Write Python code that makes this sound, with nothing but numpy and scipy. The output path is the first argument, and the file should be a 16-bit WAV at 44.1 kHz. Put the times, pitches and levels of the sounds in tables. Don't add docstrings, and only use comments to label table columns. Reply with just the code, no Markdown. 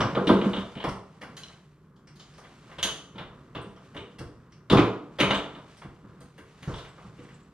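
import sys
import numpy as np
from scipy import signal
from scipy.fft import rfft, irfft, next_fast_len
from scipy.io import wavfile

SR = 44100
rng = np.random.default_rng(int(sys.argv[2]) if len(sys.argv) > 2 else 0)


def store_wav(level_fs):
    pcm = np.round(np.clip(np.atleast_2d(level_fs), -1, 1) * 32767)
    wavfile.write(sys.argv[1], SR, pcm.T.astype(np.int16))


N = 332073
SIZE = next_fast_len(N + SR)
HZ = np.maximum(np.arange(SIZE // 2 + 1) * SR / SIZE, 1)
TIME_S = np.arange(N) / SR


def from_db(db):
    return 10 ** (np.asarray(db) / 20)


def rms_one(x):
    return x / np.sqrt(np.mean(x ** 2) + 1e-20)


def at_hz(points, hz):
    table = np.array(points)
    return np.interp(np.log(hz), np.log(np.maximum(table[:, 0], 1)), table[:, 1])


def coloured(x, spectrum):
    shaped = rfft(x, SIZE) * from_db(at_hz(spectrum, HZ))
    return rms_one(irfft(shaped, SIZE)[:N])


# f/Hz, relative level/dB (per Hz)
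HUM_SPECTRUM = [(15, -39.5), (25, -23.5), (49, -5.5), (90, -10), (103, -13.5), (125, -6.5), (150, 0),
                (326, -30), (363, -12), (604, -31.5), (1060, -41.5), (4260, -53.5), (15000, -55.5)]
HUM_LEVEL_DB = -58


def ventilation_hum():
    draws = np.array([coloured(rng.standard_normal(N), HUM_SPECTRUM) for _ in range(2)])
    return from_db(HUM_LEVEL_DB) * draws


def grit(per_s, uneven_db):
    unevenness = np.minimum(rng.exponential(1, N), 5)
    sizes = from_db(uneven_db * unevenness) * rng.choice([-1, 1], N)
    return sizes * (rng.random(N) < per_s / SR)


STROKES_PER_S, STROKE_DB = 6.4, 1.6


def strokes():
    r = np.exp(-2 * np.pi * STROKES_PER_S / SR)
    slow = signal.lfilter([1], [1, -2 * r, r * r], rng.standard_normal(N + SR))
    return STROKE_DB * rms_one(slow[SR:])


TAIL_RISE_S, TAIL_T60_S = 0.01, 0.45


def noisy_tail(events, level_db):
    s, blow_db = np.transpose(events)[:2]
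    kicks = np.full(N, 1e-18)
    np.add.at(kicks, (s * SR).astype(int), from_db(2 * (blow_db + level_db)))
    fade = from_db(-120 / (TAIL_T60_S * SR))
    rise = np.exp(-1 / (TAIL_RISE_S * SR))
    return signal.lfilter([1 - rise], np.convolve([1, -fade], [1, -rise]), kicks)


# f/Hz, relative level/dB (per Hz)
RUMBLE_SPECTRUM = [(60, -11), (140, 9.5), (400, -2.5), (750, -17), (1150, -5.5), (2000, -20.5), (4000, -54)]
# f/Hz, relative level/dB (per Hz)
RUB_SPECTRUM = [(800, 4), (1500, 2.5), (3000, 0), (5000, -7), (7300, -10.5), (8800, -14.5), (12000, -28),
                (15500, -45)]
# t/s, rumble level/dB, rub level/dB
MOTION_LEVELS = [(0.0, -26.5, -54.5), (0.58, -69, -50.5), (1.03, -66, -68.5), (1.3, -51, -66),
                 (1.45, -54.5, -57), (1.72, -63, -69.5), (2.01, -58, -84), (2.3, -58.5, -59.5),
                 (2.73, -53.5, -60), (3.36, -52, -68), (3.7, -54.5, -65.5), (4.051, -52.5, -65),
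                 (4.59, -57, -73.5), (5.58, -49.5, -62.5), (5.75, -58.5, -58), (5.93, -61.5, -66),
                 (6.12, -52, -71), (6.44, -62.5, -67), (6.73, -53, -53.5), (6.9, -55.5, -63.5),
                 (7.23, -54.5, -61), (7.53, -57, -68.5)]


def rolling_and_rubbing():
    s, rumble_db, rub_db = np.transpose(MOTION_LEVELS)
    rumble = np.array([coloured(grit(1500, uneven_db=-0.5), RUMBLE_SPECTRUM) for _ in range(2)])
    rub = np.array([coloured(grit(3000, uneven_db=-4.5), RUB_SPECTRUM) for _ in range(2)])
    rolling_power = from_db(2 * np.interp(TIME_S, s, rumble_db)) + noisy_tail(THUMP_EVENTS, level_db=-21)
    rub_course_db = np.interp(TIME_S, s, rub_db) + strokes()
    rubbing_power = from_db(2 * rub_course_db) + noisy_tail(CLACK_EVENTS, level_db=-34)
    return np.sqrt(rolling_power) * rumble + np.sqrt(rubbing_power) * rub


EARLY_DB, EARLY_S = 2.5, 0.075
# f/Hz, t60/s
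HALL_T60 = [(60, 0.27), (160, 0.54), (420, 0.65), (1100, 0.54), (2900, 0.44), (7700, 0.46), (14000, 0.27)]


def echoes(build_s, count):
    t = np.arange(SR * 3 // 4) / SR
    edges = 25 * 2 ** np.arange(0, 9.6, .5)
    early = from_db(EARLY_DB * np.exp(-t / EARLY_S))
    build = 1 - np.exp(-t / build_s)
    white = rng.standard_normal((2, count, len(t)))
    tail = 0
    for k, (low, high) in enumerate(zip(edges, edges[1:])):
        bandpass = signal.butter(2, [low, high], "band", fs=SR, output="sos")
        band = signal.sosfilt(bandpass, white[k % 2])
        decay = from_db(-60 * t / at_hz(HALL_T60, np.sqrt(low * high)))
        band = band * decay * build * early
        tail = tail + band * np.sqrt((high - low) / np.sum(band ** 2, axis=1, keepdims=True))
    return rfft(tail / np.sqrt(np.sum(tail ** 2, axis=1, keepdims=True)), SIZE)


SPOT_S = .3
# f/Hz, level/dB
WET_GAIN = [(50, 5), (200, -8.5), (400, 1), (700, 4.5), (3000, 5.5), (12000, 1.5)]


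def hallway(radiated):
    place = (TIME_S / SPOT_S - np.arange(4)[:, None]) % 4
    share = np.clip(1 - np.abs(place - 1), 0, 1)
    spots = rfft(radiated * np.sqrt(share), SIZE)
    mid = from_db(at_hz(WET_GAIN, HZ)) * np.sum(spots * echoes(build_s=0.0016, count=4), axis=0)
    side = from_db(6) * np.sum(spots * echoes(build_s=.004, count=4), axis=0)
    return mid, side


# f/Hz, level/dB
SIDE_GAIN = [(30, -13), (70, -19), (130, -32), (300, -25), (600, -16), (1200, -12), (2500, -11), (5000, -5),
             (12000, -3)]
# f/Hz, level/dB
LEFT_COLOUR = [(60, -0.4), (700, -0.5), (2400, 1), (4400, 0.5), (6500, -0.5), (9000, -4.5), (15000, -2)]
# f/Hz, phase/rad
LEFT_PHASE = [(0, 0), (3100, -.95), (4820, -0.74), (6550, -1.63), (7580, -1.7), (9300, -1.3), (10400, -1.7),
              (15200, 0.2)]


def ports(mid, side):
    side = side * from_db(at_hz(SIDE_GAIN, HZ))
    lean = from_db(at_hz(LEFT_COLOUR, HZ) / 2)
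    lead = np.exp(1j * np.interp(HZ, *np.transpose(LEFT_PHASE)))
    left = (mid + side) * lean * lead
    right = (mid - side) / lean
    return irfft(np.array([left, right]), SIZE)[:, :N]


FIRST_TOUCH = 0.96


def blows(times, level_db, modes, chatter_s, spread_db, count, centre_hz=None, focus_db=0):
    at = (np.asarray(times) * SR).astype(int)
    strengths = rng.standard_normal((len(at), len(modes)))
    is_first = np.arange(count) == 0
    late = rng.gamma(1.2, 1, (len(at), count)) * ~is_first
    contacts = rng.laplace(0, 1, (len(at), count))
    contacts = contacts + FIRST_TOUCH * np.sign(contacts) * is_first
    contacts = contacts / np.sqrt(np.sum(contacts ** 2, axis=1, keepdims=True))
    delay = (late * np.reshape(chatter_s, (-1, 1)) * SR).astype(int)
    where = np.clip(at[:, None] + delay, 0, N - 1)
    out = np.zeros((2, N))
    for k, (hz, mode_db, t60) in enumerate(modes):
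        octaves_off = 0 if centre_hz is None else np.abs(np.log2(hz / centre_hz))
        size = from_db(level_db + mode_db + spread_db * strengths[:, k] - focus_db * octaves_off)
        clicks = np.full((2, N), 1e-18)
        np.add.at(clicks[0], where, size[:, None] * contacts)
        np.add.at(clicks[1], where[:, 0], size)
        r = from_db(-60 / (t60 * SR))
        w = 2 * np.pi * hz / SR
        sign = (-1) ** k
        out += signal.lfilter([0, sign * np.sin(w)], [1, -2 * r * np.cos(w), r * r], clicks)
    return out


# t/s, level/dB, centre f/Hz
ZIP_EVENTS = [(3.617, -47.5, 8800), (5.3444, -39, 7860), (5.3894, -57, 8100), (6.206, -51, 8700),
              (6.761, -57, 8700), (6.884, -55, 8200), (7.2355, -53, 7900), (7.3427, -52, 7200),
              (7.4, -56, 7340)]
# f/Hz, level/dB, t60/s
ZIP_MODES = [(7060, -5, 0.049), (7700, 3.5, 0.079), (8630, 8, .008)]


def zip_pulls():
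    s, level_db, tab_hz = np.transpose(ZIP_EVENTS)
    tinkle = blows(s, level_db, ZIP_MODES, chatter_s=0.0062, spread_db=3.5, count=3,
                   centre_hz=tab_hz, focus_db=89)
    return tinkle * [[1], [.3]]


# t/s, level/dB
CLINK_EVENTS = [(1.3694, -37.5), (1.4347, -33.5), (1.484, -43)]
# f/Hz, level/dB, t60/s
FITTING_MODES = [(2970, -4.5, .03), (4070, -3, 0.032), (5650, -6, .015), (8550, -17, .012)]


def fitting_clinks():
    s, level_db = np.transpose(CLINK_EVENTS)
    clink = blows(s, level_db, FITTING_MODES, chatter_s=0.001971, spread_db=0.5, count=2)
    return clink * [[1], [.3]]


# t/s, level/dB
SNAP_EVENTS = [(2.829, -32.5)]
# f/Hz, level/dB, t60/s
PLATE_MODES = [(3020, -0.5, 0.4), (3220, -5.5, .2)]


def catch_snap():
    s, level_db = np.transpose(SNAP_EVENTS)
    snap = blows(s, level_db, PLATE_MODES, chatter_s=.004, spread_db=1.0, count=2)
    return snap * [[1], [.5]]


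# f/Hz, level/dB, t60/s
PANEL_MODES = [(497, 4, 0.011), (678, -2, 0.027), (800, -1, .015), (1013, 2, 0.013), (1187, -0.5, 0.019),
               (1310, 2, 0.012), (1610, -3.5, 0.0044)]


def panel_knock(times, level_db, chatter_s, spread_db, count):
    return blows(times, level_db, PANEL_MODES, chatter_s, spread_db, count)


RATTLE_S = .006
# t/s, clack level/dB, clack centre f/Hz, fine tick level/dB, dull knock level/dB
CLACK_EVENTS = [(0.004, -20.5, 2740, -15, 13.5), (0.15, -26, 3480, -35, 11), (0.27, -17, 3490, -22.5, -10),
                (0.29, -20.5, 2820, -28, 4), (0.412, -27, 3120, -37, -2), (0.442, -35.5, 3140, -17, 16.5),
                (0.533, -25, 3300, -34, 6.5), (0.565, -27, 3440, -43, 8.5), (0.752, -38, 3040, -21, 8),
                (0.771, -35, 2880, -37, -18), (0.799, -29.5, 3300, -41, 5.5), (0.84, -25, 2090, -16.5, 2.5),
                (0.887, -38.5, 2100, 0.5, -12), (1.213, -32.5, 1780, -16, 2), (1.368, -37, 2900, -3, 1),
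                (1.433, -40, 4300, -17, -20), (1.487, -52, 2240, -11, 15), (1.96, -61, 3420, -1.5, 13),
                (2.072, -47.5, 1940, -7.5, 1), (2.157, -55.5, 4200, 0.5, -16),
                (2.195, -41.5, 3440, -5.5, 2), (2.335, -52, 4200, -3, -5), (2.378, -50, 1870, -0.5, 17),
                (2.435, -40, 1900, -25, 2.5), (2.69, -54.5, 2400, -30, 19), (2.714, -42, 1920, -38, 8.5),
                (2.783, -26.5, 3220, -18, 3.5), (2.828, -13, 3360, -10, -13), (3.155, -43.5, 3300, -27, 11),
                (3.18, -29.5, 3170, -30, 7), (3.208, -49.5, 3220, -34, 7), (3.549, -29, 2824, -37, 8),
                (3.619, -51.5, 3150, -22, 8), (3.76, -51.5, 3020, -14, 16.5), (3.945, -39, 1830, -20.5, 8),
                (3.964, -30, 3050, -22, 2.5), (4.185, -37, 1950, -7.5, 2.5), (4.522, -50.5, 2110, -5, -26),
                (4.699, -15.5, 3450, -19.5, 1.5), (4.722, -22.5, 3480, -9.5, 7),
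                (4.771, -15.5, 2560, -18.5, 7.5), (5.186, -22.5, 2580, -19, 7.5),
                (5.194, -24, 2580, -23, 0), (5.201, -8.5, 2700, -18.5, -24),
                (5.304, -14.5, 3190, -20.5, -7), (5.347, -20.5, 3370, -25, -18),
                (5.549, -40, 3220, -24, -1), (5.771, -54.5, 3480, 2.5, -10), (5.817, -40, 2020, -28, 11),
                (6.206, -52.5, 2100, -2, 15.5), (6.38, -43.5, 2130, -10.5, 8),
                (6.625, -36.5, 2250, -17.5, -22), (6.676, -43.5, 1860, -7, 14),
                (6.738, -34, 3580, -18, 8.5), (6.76, -50, 4060, 0, -14), (6.781, -33, 4200, -15, 4),
                (6.804, -57, 4300, -15, -10), (6.845, -38.5, 2220, -24, 2.5), (6.977, -48, 2000, -31, 16),
                (7.181, -48, 2200, -34, -6), (7.235, -50, 2240, -16, 7), (7.285, -45, 1940, -33, -13)]
# f/Hz, level/dB, t60/s
HANDLE_MODES = [(1920, 8.5, 0.0024), (2480, -0.5, 0.0067), (2734, -1, 0.0094), (2990, 3.5, 0.0061),
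                (3295, 0.5, 0.0079), (3530, -0.5, 0.0092), (3990, -1.5, 0.0026)]
# f/Hz, level/dB, t60/s
TICK_MODES = [(4650, 3.5, 0.0014), (5614, 5, 0.0025), (6220, 2, 0.0021), (7430, -5, 0.0027),
              (8800, -5.5, 0.0023), (10300, -20.5, 0.0018), (13000, -31, .002)]


def clacks():
    s, clack_db, clack_hz, tick_db, knock_db = np.transpose(CLACK_EVENTS)
    tubes = blows(s, clack_db - 0.5, HANDLE_MODES, chatter_s=RATTLE_S, spread_db=1.5, count=12,
                  centre_hz=clack_hz, focus_db=10.0)
    tick = blows(s, clack_db + tick_db + 5.5, TICK_MODES, chatter_s=RATTLE_S, spread_db=3.0, count=12)
    knock = panel_knock(s, clack_db + knock_db - 11, chatter_s=RATTLE_S, spread_db=0.5, count=24)
    return tubes + tick + knock


BOOM_LAG_S = 0.004024
# t/s, boom level/dB, boom centre f/Hz, floor thud level/dB, panel knock level/dB
THUMP_EVENTS = [(0.004, -28.5, 221, 10, -4), (0.163, -12.5, 487, -13.5, -1), (0.202, -27, 401, -27, -6),
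                (0.269, -13.5, 306, -42, -9), (0.292, -6, 267, -20, -1), (0.307, -11, 254, -14, -27),
                (0.412, -17.5, 288, -24.5, -6), (0.456, -12.5, 178, -21, -14), (0.57, -25, 188, -7, -14),
                (0.758, -29.5, 194, -4, -5), (0.841, -24, 480, -20.5, 9.5), (0.877, -26.5, 181, 1, -18),
                (1.222, -36.5, 164, -33, 3.5), (2.778, -40.5, 166, 6, -8), (2.839, -27, 300, -16.5, 5),
                (3.146, -33.5, 172, -5.5, -10), (3.199, -36.5, 207, 3.5, 3.5),
                (3.555, -28, 493, -3.5, -0.5), (3.659, -36.5, 188, -16, -22), (3.954, -29.5, 356, -5, -5),
                (4.202, -34, 310, 8, 0), (4.29, -41, 185, 2, -31), (4.701, -14.5, 337, -24, 1),
                (4.721, -7.5, 344, -4, 1), (4.745, -17.5, 300, -1, -3), (4.771, -15, 450, -32, -9),
                (4.783, -10.5, 308, -9, 0.5), (5.199, -12, 202, -20.5, -0.5), (5.229, -21, 200, -1.5, 8),
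                (5.304, -24.5, 192, -5, 13.5), (5.328, -22, 187, -54, -3), (5.558, -40.5, 231, -24, 7.5),
                (5.848, -35, 292, 1, -6.5), (6.038, -37.5, 168, -5, -6.5), (6.211, -41, 172, -4, -26),
                (6.382, -41, 333, -5, -15), (6.626, -44.5, 172, 7, 3.5), (6.676, -23.5, 168, 5, -7),
                (6.777, -47, 172, 14, -15), (7.042, -40.5, 175, 2.5, 0.5), (7.182, -32, 190, -6, -28),
                (7.24, -59, 190, -10, -25)]
# f/Hz, level/dB, t60/s
FLOOR_MODES = [(43.2, -34, 0.04), (98.3, -4, 0.093), (112.2, -4.5, 0.34), (146.5, 6, 0.075)]
# f/Hz, level/dB, t60/s
SHELL_MODES = [(192.4, 0, 0.27), (235, -0.5, 0.068), (292.4, -0.5, 0.11), (349.2, -7, 0.16),
               (394.9, -9.5, 0.26), (485, -3, 0.11)]


def thumps():
    s, boom_db, boom_hz, thud_db, knock_db = np.transpose(THUMP_EVENTS)
    thud = blows(s, boom_db + thud_db - 6.5, FLOOR_MODES, chatter_s=0, spread_db=0.5, count=1)
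    boom = blows(s + BOOM_LAG_S, boom_db - 5.0, SHELL_MODES, chatter_s=0, spread_db=3.5, count=1,
                 centre_hz=boom_hz, focus_db=7.0)
    knock = panel_knock(s, boom_db + knock_db - 7.0, chatter_s=.008, spread_db=0.0, count=20)
    return thud + boom + knock


# t/s, level/dB
DOOR_SHADE = [(0, 1.5), (1.2, 0), (1.5, -2), (4.1, -3.5), (4.6, 1), (5.0, 1.5), (5.25, -0.5), (7.53, -3.5)]


def scene():
    direct, radiated = thumps() + clacks() + fitting_clinks() + catch_snap() + zip_pulls()
    shaded = direct * from_db(np.interp(TIME_S, *np.transpose(DOOR_SHADE)))
    reflected_mid, reflected_side = hallway(radiated)
    blow_sound = ports(rfft(shaded, SIZE) + reflected_mid, reflected_side)
    steady = ventilation_hum() + rolling_and_rubbing()
    return blow_sound + ports(*rfft(steady, SIZE))


def record(dry):
    bass_cut = signal.butter(2, 35, "high", fs=SR, output="sos")
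    top_cut = signal.cheby2(12, 70, 15650, fs=SR, output="sos")
    return signal.sosfilt(top_cut, signal.sosfilt(bass_cut, dry))


dry = scene()
out = record(dry)
store_wav(out)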